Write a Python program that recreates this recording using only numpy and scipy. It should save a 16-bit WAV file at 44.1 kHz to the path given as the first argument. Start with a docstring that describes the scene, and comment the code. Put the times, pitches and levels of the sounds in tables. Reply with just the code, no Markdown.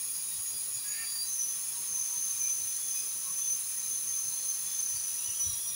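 """Steam hisses from a pressure cooker on a gas hob in a tiled kitchen corner, heard by one microphone. The jet
is coloured noise ringing the valve cavity and lid; thin edge tones waver and beat with their echoes. The burner
murmurs underneath as low noise, with a faint hum and soft bumps. Brief swelling sines are other valve
resonances, low gurgles and the dying tail of one faint squeak of partials and rasping air. The unsteady main
whistle then locks in, throbs most when the jet is upset, and sinks as a breathy tone climbs."""
import sys
import numpy as np
from scipy import signal
from scipy.fft import rfft, irfft
from scipy.io import wavfile
from scipy.ndimage import uniform_filter1d

SR = 44100
rng = np.random.default_rng(int(sys.argv[2]) if len(sys.argv) > 2 else 0)


def waveform_to_disk(signal):
    """Save audio, clipped to [-1, 1], as 16-bit WAV at the path in sys.argv[1]."""
    frames = np.transpose(np.atleast_2d(signal))
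    scaled = np.clip(frames, -1, 1) * 32767
    samples = np.round(scaled).astype(np.int16)
    wavfile.write(sys.argv[1], SR, samples)


N = 253575
TIME = np.arange(N) / SR  # s
FREQ = np.maximum(np.fft.rfftfreq(N, 1 / SR), 1)  # Hz, kept above zero for the logarithm


def undb(db):
    """Decibels to gain."""
    return 10 ** (np.asarray(db) / 20)


def unit(x):
    """Scale to rms 1."""
    return x / np.sqrt(np.mean(x ** 2))


def curves(rows):
    """Each column of a control table after the time, joined by straight lines, sample by sample."""
    s, *columns = np.transpose(rows)
    return [np.interp(TIME, s, column) for column in columns]


def shaped_noise(gain):
    """White noise with its spectrum multiplied by a gain curve, rms 1."""
    return unit(irfft(rfft(rng.standard_normal(N)) * gain, N))


def walk(rate):
    """Smooth chance motion of rms 1, up to about rate changes a second."""
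    return shaped_noise(1 / (1 + (FREQ / rate) ** 4))


def noise(points, modes=()):
    """Turbulence of rms 1 with a broad colour and optional narrow peaks and dips."""
    hz, db = np.transpose(points)
    colour = np.interp(np.log(FREQ), np.log(hz), db)
    for centre, width, lift in modes:
        colour = colour + lift / (1 + (2 * (FREQ - centre) / width) ** 2)
    return shaped_noise(undb(colour))


def ringing(hz, width):
    """Turbulence ringing in one narrow resonance, rms 1."""
    return shaped_noise(1 / (1 + ((FREQ - hz) / (0.65 * width)) ** 2))


def swell(middle, length):
    """A smooth bell-shaped rise and fall, at 0.61 of its peak half a length either side."""
    return np.exp(-2 * ((TIME - middle) / length) ** 2)


def tiles(x, db, count=6):
    """A few discrete reflections off the wall and counter, 2-14 ms late, comb the hiss."""
    lags = rng.integers(SR // 500, SR // 70, count)
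    echoes = sum(np.roll(x, lag) for lag in lags) / np.sqrt(count)
    return (x + undb(db) * echoes) / np.hypot(1, undb(db))


def kitchen(x, early_db, late_db, t60, early_s=0.01):
    """Direct sound, a quick cluster of echoes from tiles and lid, and the room's tail."""
    t = TIME[:SR // 2]
    early, late = rng.standard_normal((2, len(t))) * (t > .001)
    early = early * np.exp(-t / early_s)
    late = late * undb(-60 * t / t60)
    response = undb(early_db) * early / np.linalg.norm(early)
    response += undb(late_db) * late / np.linalg.norm(late)
    response[0] = 1  # the direct path
    return signal.fftconvolve(x, response / np.linalg.norm(response))[:N]


def edge_tone(rows, waver, waver_rate, echo_db, partials=((1, 0),), throb=1, wander=0.002197):
    """Vortex tone whose pitch wanders and trembles with the turbulence; its echoes beat with it."""
    hz, db = curves(rows)
    # waver and wander are shares of the pitch
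    pitch = hz * (1 + waver * walk(waver_rate) + wander * walk(13.86))
    phase = 2 * np.pi * np.cumsum(pitch) / SR
    source = sum(undb(partial_db) * np.sin(k * phase) for k, partial_db in partials)
    tone = kitchen(throb * source, echo_db, late_db=-6.0, t60=0.54)
    # the quick beats stay, while the slow loudness follows the blowing strength
    tone = tone / np.sqrt(uniform_filter1d(tone ** 2, size=2200) + 1e-9)
    during = (TIME >= rows[0][0]) & (TIME <= rows[-1][0])
    sounding = uniform_filter1d(1. * during, size=900)  # 20 ms fades
    return tone * sounding * undb(db)


def steam(patchy_db=3):
    """Jet noise and two cavity resonances flutter with the flow; the lid's resonances come and go."""
    # steam flow: (time [s], base jet level [dB], base cavity hiss level [dB])
    flow = [(0, -46.5, -36.5), (.8, -46, -36.5), (1.3, -46, -36.5), (2.1, -44, -37), (2.6, -44.5, -36.5),
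            (3.4, -45, -36.5), (4.2, -45, -36.5), (5, -44, -36.5), (5.75, -45.5, -36)]
    # spectrum of the open jet: (frequency [Hz], relative level [dB per Hz])
    jet_colour = [(350, -24), (700, -16.5), (950, -9.5), (1200, -8.5), (1550, -9.5), (2200, -10.5),
                  (2500, -6), (3100, -7), (4000, -6.5), (5000, 0.5), (5700, 1.5), (6600, 7), (8300, -5),
                  (11000, -41)]
    # broad main resonance of the valve cavity: (frequency [Hz], relative level [dB per Hz])
    cavity_colour = [(7800, -56), (8600, -17.5), (9050, -7.5), (9200, 1), (9500, 2.5), (10400, 3),
                     (11100, -1.5), (11850, -7.5), (12150, -16.5), (13900, -20), (16000, -10.5)]
    # fine peaks and dips of the cavity: (centre [Hz], width [Hz], lift [dB])
    cavity_modes = [(9570, 110, 5.5), (10310, 96, 6), (10320, 33, -14), (11540, 25, -18), (11850, 120, -7),
                    (12450, 260, 7.5), (11800, 80, 1)]
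    # upper resonance of the valve cavity: (frequency [Hz], relative level [dB per Hz])
    sizzle_colour = [(12500, -45), (14000, -19), (14500, -7.5), (15100, -1), (15700, 0)]
    # narrow resonances of lid and valve: (centre [Hz], nominal width [Hz], relative level [dB])
    lid_modes = [(745, 38, -78.5), (961, 170, -68.5), (1135.4, 24, -68.5), (1916, 54, -67.5),
                 (2414, 47, -65.5), (3398, 40, -63), (3890, 48, -62), (4168, 48, -62), (5140, 80, -61.5),
                 (6780, 77, -56)]
    jet_db, cavity_db = curves(flow)
    jet = noise(jet_colour) * undb(jet_db + .5 * walk(16))
    cavity = noise(cavity_colour, cavity_modes) * undb(cavity_db + 0.56 * walk(25))
    # the upper resonance is the less steady one
    sizzle = noise(sizzle_colour) * undb(cavity_db + 0.5 + 1.1 * walk(22))
    lid = sum(ringing(hz, width) * undb(db + patchy_db * walk(12.7)) for hz, width, db in lid_modes)
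    return tiles(jet + cavity + sizzle, db=-9.5) + undb(-2.5) * lid


def early_tones(locks_in):
    """Weak edge tones drift apart until the main whistle locks in."""
    # (first pitch [Hz], last pitch [Hz], first base level [dB], last base level [dB])
    drifts = [(4850, 4720, -57.5, -53.5), (6580, 6880, -51, -49.5)]
    tones = 0
    for hz0, hz1, db0, db1 in drifts:
        rows = [(0, hz0, db0), (locks_in, hz1, db1)]
        flicker = undb(3.6 * walk(8.6))
        tones = tones + flicker * edge_tone(rows, waver=0.00494, waver_rate=58, echo_db=4.0)
    return tones


def unrest(onset_s=0.0303):
    """How upset the jet is, 0-1: each upset comes quickly and dies away."""
    # (time [s], strength [0-1], settling time [s])
    upsets = [(1.25, 1, .55), (2.88, .6, 0.0994)]
    total = 0
    for s, size, settle in upsets:
        onset = np.clip((TIME - s) / onset_s + 1, 0, 1)
        total = total + size * onset * np.exp(-np.maximum(TIME - s, 0) / settle)
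    return total


def main_whistle(rows, flicker_db=1.34):
    """The jet's strongest edge tone, split into side tones by the flapping of the jet."""
    # settled and fully upset jet: (pitch tremble [share of pitch], throb rate [Hz], throb depth [0-1])
    settled = (0.00473, 66, 0.42)
    wildest = (0.01204, 155, 0.88)
    upset = unrest()
    tremble, flap_hz, depth = (calm + (wild - calm) * upset for calm, wild in zip(settled, wildest))
    flap = 2 * np.pi * np.cumsum(flap_hz * (1 + 0.356 * walk(42.0))) / SR
    tone = edge_tone(rows, waver=tremble, waver_rate=62.6, echo_db=4, throb=1 + depth * np.sin(flap))
    return undb(0.9 + flicker_db * walk(18)) * tone


def whistles():
    """The main whistle and the weaker edge tones around it."""
    # main whistle: (time [s], pitch [Hz], relative level [dB])
    main_rows = [(1.24, 6460, -52), (1.28, 6230, -39.5), (1.45, 6000, -34), (1.68, 6430, -49),
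                 (1.82, 6430, -46.5), (1.97, 6190, -35), (2.33, 6250, -37), (2.36, 6270, -44),
                 (2.42, 6160, -32), (2.76, 6154, -41.5), (2.81, 6310, -45), (2.9, 6210, -36),
                 (3.17, 6115, -45.5), (3.53, 6153, -32.5), (3.61, 6300, -48.5), (3.98, 6220, -36),
                 (4.0, 6120, -43), (4.1, 6240, -35.5), (4.47, 6230, -40), (4.48, 6236, -34),
                 (4.64, 6284, -44), (4.82, 6196, -35), (5.11, 6016, -41.5), (5.36, 6010, -41),
                 (5.46, 5910, -32.5), (5.59, 5840, -46.5), (5.69, 5825, -41), (5.75, 5803, -48)]
    # a faint falling tone: (time [s], pitch [Hz], level [dB])
    falling_rows = [(4.2, 4370, -64), (4.3, 4190, -56), (4.45, 4260, -54.5), (4.6, 4220, -59),
                    (4.78, 4200, -61), (4.85, 4150, -63)]
    # a breathy tone climbs as the main whistle sinks: (time [s], pitch [Hz], level [dB])
    rising_rows = [(5.17, 2767, -60), (5.3, 2976, -52.5), (5.45, 3210, -57), (5.6, 3345, -55),
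                   (5.75, 3810, -54)]
    early = early_tones(locks_in=main_rows[0][0])
    main = main_whistle(main_rows)
    falling = edge_tone(falling_rows, waver=0.031, waver_rate=119, echo_db=-0.5)
    rising = edge_tone(rising_rows, waver=0.045, waver_rate=70, echo_db=4.0)
    return early + main + falling + rising


def hob():
    """The flame's unsteady murmur as low noise, a faint hum of sines and soft low bumps of noise."""
    # burner and room: (frequency [Hz], relative level [dB per Hz])
    burner_colour = [(20, -6.5), (43, -16), (92, 4.5), (125, -4.5), (162, 4.5), (215, -6.5), (300, -7),
                     (370, -3.5), (480, -6), (700, -12.5), (1500, -34.5)]
    # faint steady hum: (frequency [Hz], level [dB])
    hum_tones = [(253, -78), (366.5, -75.5)]
    # spectrum of a bump: (frequency [Hz], relative level [dB per Hz])
    bump_colour = [(20, -23), (38, -17), (52, -1), (70, -5.5), (92, 6), (130, -3.5), (220, -18), (600, -39)]
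    # soft low bumps: (middle [s], length [s], relative level [dB])
    bump_times = [(0.38, 0.047, -59), (0.767, 0.037, -59), (1.13, 0.049, -68), (2.02, 0.041, -64),
                  (2.36, 0.034, -67), (2.65, 0.15, -65), (4.958, 0.047, -56), (5.302, 0.047, -61.5),
                  (5.5, 0.095, -51.5), (5.705, 0.067, -66)]
    flame = noise(burner_colour) * undb(-66.0 + 2.5 * walk(9.4))
    hum = 0
    for hz, db in hum_tones:
        phase = 2 * np.pi * hz * TIME + 0.69 * walk(5.5)
        hum = hum + undb(db) * np.sqrt(2) * np.sin(phase)
    bumps = noise(bump_colour) * sum(undb(db + 1.0) * swell(s, length) for s, length, db in bump_times)
    return flame + hum + bumps


def brief_tones(waver_hz=22, flicker_db=2.0):
    """Brief swelling tones: valve resonances the jet catches, low gurgles near 1 kHz and 530 Hz, and the
    squeak's dying tail near 1.8 kHz."""
    # (middle [s], pitch [Hz], length [s], base rms level at the peak [dB])
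    tone_times = [(0.333, 3800, .1, -55), (0.457, 6690, 0.087, -44.5), (0.562, 4880, 0.069, -46.5),
                  (0.758, 6770, 0.052, -42), (0.912, 6800, 0.04, -36.5), (.95, 4730, .1, -48.5),
                  (1.087, 4730, 0.067, -41), (1.142, 1827, 0.2, -64), (1.207, 4730, 0.075, -38),
                  (1.274, 3960, 0.1, -55), (1.777, 955, 0.04, -58.5), (1.98, 1010, 0.06, -60),
                  (2.14, 972, 0.058, -60), (2.464, 2384, .076, -52.5), (2.56, 6860, .12, -51),
                  (2.896, 3410, 0.27, -59), (2.988, 2495, 0.062, -54), (3.005, 4950, .13, -51),
                  (3.288, 1090, .049, -54), (3.441, 3435, 0.073, -56), (4.44, 529, 0.056, -67),
                  (4.721, 3455, .15, -58), (4.969, 4670, .054, -51), (5.507, 3890, 0.11, -51.5)]
    drift = waver_hz * walk(110)
    tones = 0
    for s, hz, length, db in tone_times:
        phase = 2 * np.pi * np.cumsum(hz + drift) / SR
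        tones = tones + undb(db) * swell(s, length) * np.sin(phase)
    return np.sqrt(2) * tones * undb(flicker_db * walk(60))


def squeak():
    """A short, rough squeak of upper partials with a rasp of air, ringing on in the room."""
    # (time [s], fundamental pitch [Hz], level [dB])
    squeak_rows = [(.84, 418, -60), (.9, 426, -54), (.95, 444, -50.5), (.99, 455, -48.5), (1.04, 449, -49),
                   (1.08, 432, -68)]
    # the partials that sound: (multiple of the fundamental, relative level [dB])
    squeak_partials = [(3, -13), (4, 2), (5, -9), (6, -6)]
    _, db = curves(squeak_rows)
    tone = edge_tone(squeak_rows, waver=0.014, waver_rate=130, echo_db=-5.5, partials=squeak_partials)
    during = (TIME > squeak_rows[0][0]) & (TIME < squeak_rows[-1][0])
    rasp = ringing(2330, width=680) * undb(db - 2.5) * during
    return kitchen(tone + rasp, early_db=0, late_db=-5, t60=.7)


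def scene():
    """Everything reaches one microphone, the same on both channels."""
    mono = steam() + whistles() + hob() + brief_tones() + squeak()
    return np.array([mono, mono])


def record(dry):
    """The recorder cuts the top steeply, over the last 60 Hz below its limit."""
    top_hz = 15760
    return irfft(rfft(dry) * np.clip((top_hz - FREQ) / 60, 0, 1), N)


dry = scene()
out = record(dry)
waveform_to_disk(out)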